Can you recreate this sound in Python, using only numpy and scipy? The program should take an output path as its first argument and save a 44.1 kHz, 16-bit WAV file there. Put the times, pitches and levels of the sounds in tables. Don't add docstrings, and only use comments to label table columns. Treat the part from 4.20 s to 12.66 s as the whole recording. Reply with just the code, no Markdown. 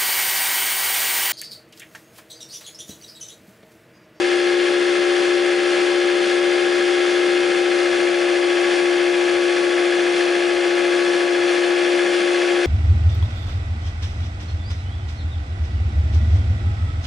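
import sys
import numpy as np
from scipy import signal
from scipy.fft import rfft, irfft, next_fast_len
from scipy.io import wavfile
from scipy.ndimage import uniform_filter1d

SR = 44100
rng = np.random.default_rng(int(sys.argv[2]) if len(sys.argv) > 2 else 0)


def generate_wav(sig):
    pcm = np.round(np.clip(np.atleast_2d(sig).T, -1, 1) * 32767).astype(np.int16)
    wavfile.write(sys.argv[1], SR, pcm)


N = 373086

FAST_HZ = 14.116
# (start [s], length [s], speed lost [turns per second])
MOTOR_SAGS = [(3.2, 6, .066), (5.05, 2.13, .032)]
SETTLE_S, SLOWED_BY_HZ = .72, .06
CLOSEST = .77
DRONE_ORDER, DRONE_LEVEL_DB, DRONE_DROP_DB_PER_HZ = 25, -19, 3
# (multiple of the shaft rate, level when fast [dB],
# level when slowed [dB], level when slowest [dB], left minus right [dB])
BLADE_OVERTONES = [(15, -53, -54.5, -54.5, 6), (20, -47.3, -50.9, -50.9, 6), (30, -38.3, -43, -43, 8),
                   (35, -36.5, -36, -36.8, 7), (40, -34.3, -33.8, -34.6, 8), (45, -46, -41.8, -42.5, 7),
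                   (50, -54, -41, -38.4, 5), (55, -37.6, -40, -42.4, 7), (60, -46, -42.4, -41.3, 4),
                   (70, -51.8, -49, -49, 4), (80, -48.8, -43.6, -43, 2)]
# (multiple of the shaft rate, level when fast [dB], level when slowed [dB])
WHEEL_WHINE = [(26, -53, -45), (27, -47, -53), (37, -51, -47), (38, -45, -47), (39, -54, -48),
               (48, -49, -48), (77, -50, -60), (92, -47, -51), (95, -42.9, -46.6), (106, -48, -50),
               (107, -50, -46), (130, -41, -43.5), (135, -47, -56), (142, -48, -43.5), (145, -42.6, -53.4),
               (146, -45, -44.5), (150, -42.1, -43), (151, -42.7, -45.5), (152, -46, -44.5),
               (157, -47, -48), (166, -48, -46), (171, -48, -47), (176, -48.6, -45), (177, -46.5, -49),
               (181, -46, -46.4), (182, -54, -45.5), (186, -47.4, -47.4), (187, -50, -47), (202, -48, -49),
               (205, -47.5, -52), (210, -53, -47.5), (220, -43.1, -58), (221, -49, -53), (225, -53, -48),
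               (235, -46.3, -53.3), (238, -47.6, -55.5), (240, -43.5, -45.5), (241, -54.2, -49),
               (245, -51.9, -48.8), (250, -48, -52), (255, -47.3, -54), (301, -51, -57), (305, -53.4, -52),
               (341, -51, -58)]
# (place in the turn [0-1], level when fast [dB], level when slowed [dB])
BLADE_SHOVES = [(.058, -6.5, -5), (.255, -3, -4.5), (.453, -4.5, -6), (.65, 0, 1.5), (.847, -1.2, -4.5)]
# (frequency [Hz], level [dB per Hz])
BUZZ_SPECTRUM = [(100, -100), (200, -76), (520, -73), (900, -81.5), (1400, -69.5), (1700, -74.5),
                 (1950, -68.5), (2400, -67.5), (3500, -77.5), (5000, -77.5), (8000, -100)]
# (frequency [Hz], decay time [s], level [dB])
LOUVRE_MODES = [(1676, .0044, 3), (2110, .003, -17), (2580, .003, -18)]
# (frequency [Hz], level [dB per Hz])
AIR_SPECTRUM = [(25, -90), (105, -99), (195.0, -68.5), (250.0, -70), (345.0, -55), (440.0, -63.5),
                (650.0, -60), (850.0, -64.5), (1300.0, -63.5), (1700.0, -64.5), (2600.0, -64),
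                (4000.0, -69), (5800.0, -73.5), (8000.0, -80), (11000.0, -84.5)]
# (frequency [Hz], width [Hz], lift when fast [dB], lift when slowed [dB])
CABINET_BELLS = [(686, 104, -3.5, -.5), (886, 37, -8, -10), (946, 46, -9, -9.5), (1033, 49, -6, -11),
                 (1173, 53, -5, -4), (1320, 70, 2.5, 0), (1694, 200, 4.5, 4.5), (1935, 60, -4, -4.5),
                 (2094, 143, 3, 3), (2833, 30, 3.5, 2.5), (3032, 96, -6, -7.5), (3114, 51, 5, 5),
                 (3422, 255, 4, 4), (3930, 260, -2.5, -4), (4235, 130, 4.5, 4), (4380, 100, -1, -2.5),
                 (4795, 120, 4.5, 3), (5435, 150, -2.5, -4.5), (5620, 180, 2, 2.5), (8000, 140, -3, -3),
                 (8630, 90, 6, 6), (9140, 105, 7, 7), (9410, 100, -4, -4), (9654, 100, 4, 4),
                 (9992, 110, 4.5, 4.5)]
# (frequency [Hz], side minus mid [dB])
ROOM_SHARE = [(100, -4), (800, -3), (1400, -3.5), (2000, -6), (2600, -9), (3000, -5), (3300, -7),
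              (3750, -17), (4400, -9), (4900, -13), (5300, -23), (5900, -14), (7200, -16), (7800, -10),
              (11000, -9)]
# (frequency [Hz], level [dB])
HUM_LINES = [(78, -73.5), (122, -70), (240, -64), (292, -51.5)]
# (time [s], centre frequency [Hz], peak level [dB])
LOW_BUMPS = [(3.25, 100, -55), (3.73, 65, -54.5), (5.15, 100, -56), (6.37, 70, -56), (7.22, 130, -53),
             (8.38, 85, -56)]
TOP_HZ = 10870


def undb(db):
    return 10 ** (np.asarray(db) / 20)


def walk(rate):
    hold = int(SR / rate)
    held = np.repeat(rng.standard_normal(N // hold + 2), hold)
    smooth = uniform_filter1d(uniform_filter1d(held, hold), hold)
    return 1.35 * smooth[:N]


def pan(left_db):
    gains = undb(np.array([[.5], [-.5]]) * left_db)
    return gains / gains.mean(axis=0)


def tone(turns, order, db, lead):
    return np.sqrt(2) * undb(db) * np.cos(2 * np.pi * (order * turns + lead))


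def filtered(sound, order, edge_hz, kind):
    return signal.sosfilt(signal.butter(order, edge_hz, kind, fs=SR, output="sos"), sound)


def noise_band(low_hz, high_hz):
    sound = filtered(rng.standard_normal(N), 2, [low_hz, high_hz], "bandpass")
    return sound / sound.std()


def colour(hz, points):
    at, db = np.transpose(points)
    return np.interp(np.log(hz), np.log(at), db)


def reflections(sound, db=-17, first_s=.003, decay_s=.012):
    t = np.arange(SR // 16) / SR
    spray = rng.standard_normal(len(t)) * np.exp(-t / decay_s) * (t > first_s)
    echoes = signal.fftconvolve(sound, spray / np.linalg.norm(spray))[:N]
    return (sound + undb(db) * echoes) / np.hypot(1, undb(db))


def radiate(direct, diffuse, spectrum, slowed, bass_left_db=4, treble_left_db=.6, corner_hz=1800):
    size = next_fast_len(N)
    hz = np.maximum(np.arange(size // 2 + 1) * SR / size, 1)
    treble = hz ** 2 / (hz ** 2 + corner_hz ** 2)
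    near = pan(bass_left_db + treble * (treble_left_db - bass_left_db)) * rfft(reflections(direct), size)
    room = undb(colour(hz, ROOM_SHARE)) * rfft(reflections(diffuse), size)
    both = near + np.array([[1], [-1]]) * room
    both = both * undb(colour(hz, spectrum)) * np.sqrt(SR / 2)
    centre, width, *lifts = np.transpose(CABINET_BELLS)
    bells = .5 ** np.minimum((2 * (hz[:, None] - centre) / width) ** 2, 50)
    fast, slow = (irfft(both * undb(bells @ lift), size)[:, :N] for lift in lifts)
    return fast + slowed * (slow - fast)


def speed_lost():
    t = np.arange(N) / SR

    def ease(at):
        return np.clip((t - at) / SETTLE_S, 0, 1)
    return sum(hz * (ease(start) - ease(start + length)) for start, length, hz in MOTOR_SAGS)


def drone(turns, lost, waver_db=0.27, left_db=6.5):
    db = DRONE_LEVEL_DB - DRONE_DROP_DB_PER_HZ * lost + waver_db * walk(6)
    return pan(left_db) * tone(turns, DRONE_ORDER, db, 0)


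def wobble(turns, slowed, fast_db=1.1, slow_db=2.3):
    depth_db = fast_db + slowed * (slow_db - fast_db)
    swell = undb(depth_db * np.cos(2 * np.pi * (turns - CLOSEST)))
    return swell / np.sqrt(np.mean(swell ** 2))


def blade_overtones(turns, lost, trim_db=-0.1, waver_db=0.7):
    out = 0
    for order, fast, slow, slowest, left_db in BLADE_OVERTONES:
        balance_db = np.interp(lost, [0, SLOWED_BY_HZ, lost.max()], [fast, slow, slowest])
        db = trim_db + balance_db + waver_db * walk(3)
        lead = .0023 * (order - 37) ** 2
        out = out + pan(left_db) * tone(turns, order, db, lead)
    return out


def wheel_whine(turns, slowed, trim_db=-0.2, waver_db=1.5, left_db=2):
    out = 0
    swell = wobble(turns, slowed)
    for order, fast, slow in WHEEL_WHINE:
        db = trim_db + fast + slowed * (slow - fast) + waver_db * walk(4)
        side = pan(left_db + 2 * rng.standard_normal())
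        out = out + side * swell * tone(turns, order, db, rng.random())
    return out


def blade_pushes(turns, width, uneven):
    push = 0
    for place, db, _ in BLADE_SHOVES:
        from_blade = (turns - place + .5) % 1 - .5
        push = push + undb(uneven * db) * np.exp(-(from_blade / width) ** 2)
    return push / np.sqrt(np.mean(push ** 2))


def each_turn(turns, slowed, size=8192, count=700, blade_db=11.5, order=85):
    multiple = np.arange(count)
    on_blade = multiple % len(BLADE_SHOVES) == 0
    weight = np.where(on_blade, undb(blade_db) * (multiple >= order), 1)
    weight = weight / np.sqrt(np.mean(weight ** 2))
    weight[[row[0] for row in WHEEL_WHINE]] = 0
    patterns = []
    for _ in range(2):
        lines = weight * np.exp(2j * np.pi * rng.random(count))
        cycle = irfft(lines, size) * size * np.sqrt(FAST_HZ / SR)
        patterns.append(np.interp(turns % 1, np.arange(size) / size, cycle, period=1))
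    angle = slowed + 0.23 * walk(1.61)
    return np.cos(angle) * patterns[0] + np.sin(angle) * patterns[1]


def front_buzz(turns, slowed):
    gate = .76 + .26 * blade_pushes(turns, width=.065, uneven=.5)
    direct, diffuse = (gate * wobble(turns, slowed) * each_turn(turns, slowed) for _ in range(2))
    return radiate(direct, diffuse, BUZZ_SPECTRUM, slowed)


def louvre_chatter(turns, slowed, db=-33.4, scatter_db=1.2, slip_s=.00004, rise_s=0.005, left_db=3.5):
    taps = np.zeros(N)
    for place, fast_db, slow_db in BLADE_SHOVES:
        due = np.arange(np.floor(turns[-1]) + 1) + place - .04
        due = due[due < turns[-1]]
        slip, scatter = rng.standard_normal((2, len(due)))
        at = np.interp(due, turns, np.arange(N)) + slip_s * SR * slip
        at = np.clip(at.astype(int), 0, N - 1)
        taps[at] += undb(fast_db + slowed[at] * (slow_db - fast_db) + scatter_db * scatter)
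    t = np.arange(SR // 20) / SR
    ring = 0
    for hz, decay_s, mode_db in LOUVRE_MODES:
        ring = ring + undb(mode_db) * np.exp(-t / decay_s) * np.sin(2 * np.pi * hz * t)
    sound = signal.fftconvolve(taps, (1 - np.exp(-t / rise_s)) * ring)[:N]
    sound = filtered(sound, 3, 1400, "highpass")
    return pan(left_db) * undb(db) * sound / sound.std()


def air_rush(turns, slowed, flutter_db=0.69):
    chop = 1 + .11 * blade_pushes(turns, width=.045, uneven=.3)
    flow = chop / chop.mean() * undb(flutter_db * walk(18))
    direct, diffuse = flow * rng.standard_normal((2, N))
    return radiate(direct, diffuse, AIR_SPECTRUM, slowed)


def hum(left_db=4):
    t = np.arange(N) / SR
    return pan(left_db) * sum(tone(t, hz, db, rng.random()) for hz, db in HUM_LINES)


def low_rumble(db=-75, gust_db=5, top_hz=120, left_db=3):
    return pan(left_db) * undb(db + gust_db * walk(9)) * noise_band(30, top_hz)


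def soft_bumps(bump_s=0.04, left_db=3):
    t = np.arange(N) / SR
    bumps = 0
    for at, hz, peak_db in LOW_BUMPS:
        swell = undb(peak_db) * np.exp(-((t - at) / bump_s) ** 2)
        bumps = bumps + swell * noise_band(hz / np.sqrt(2), hz * np.sqrt(2))
    return pan(left_db) * bumps


def scene():
    lost = speed_lost()
    turns = np.cumsum(FAST_HZ - lost + 0.00501 * walk(7)) / SR
    slowed = np.clip(lost / SLOWED_BY_HZ, 0, 1)
    tones = drone(turns, lost) + blade_overtones(turns, lost) + wheel_whine(turns, slowed)
    rattles = front_buzz(turns, slowed) + louvre_chatter(turns, slowed)
    return tones + rattles + air_rush(turns, slowed) + hum() + low_rumble() + soft_bumps()


def record(dry):
    return signal.sosfilt(signal.ellip(12, .1, 80, TOP_HZ, fs=SR, output="sos"), dry)


dry = scene()
out = record(dry)
generate_wav(out)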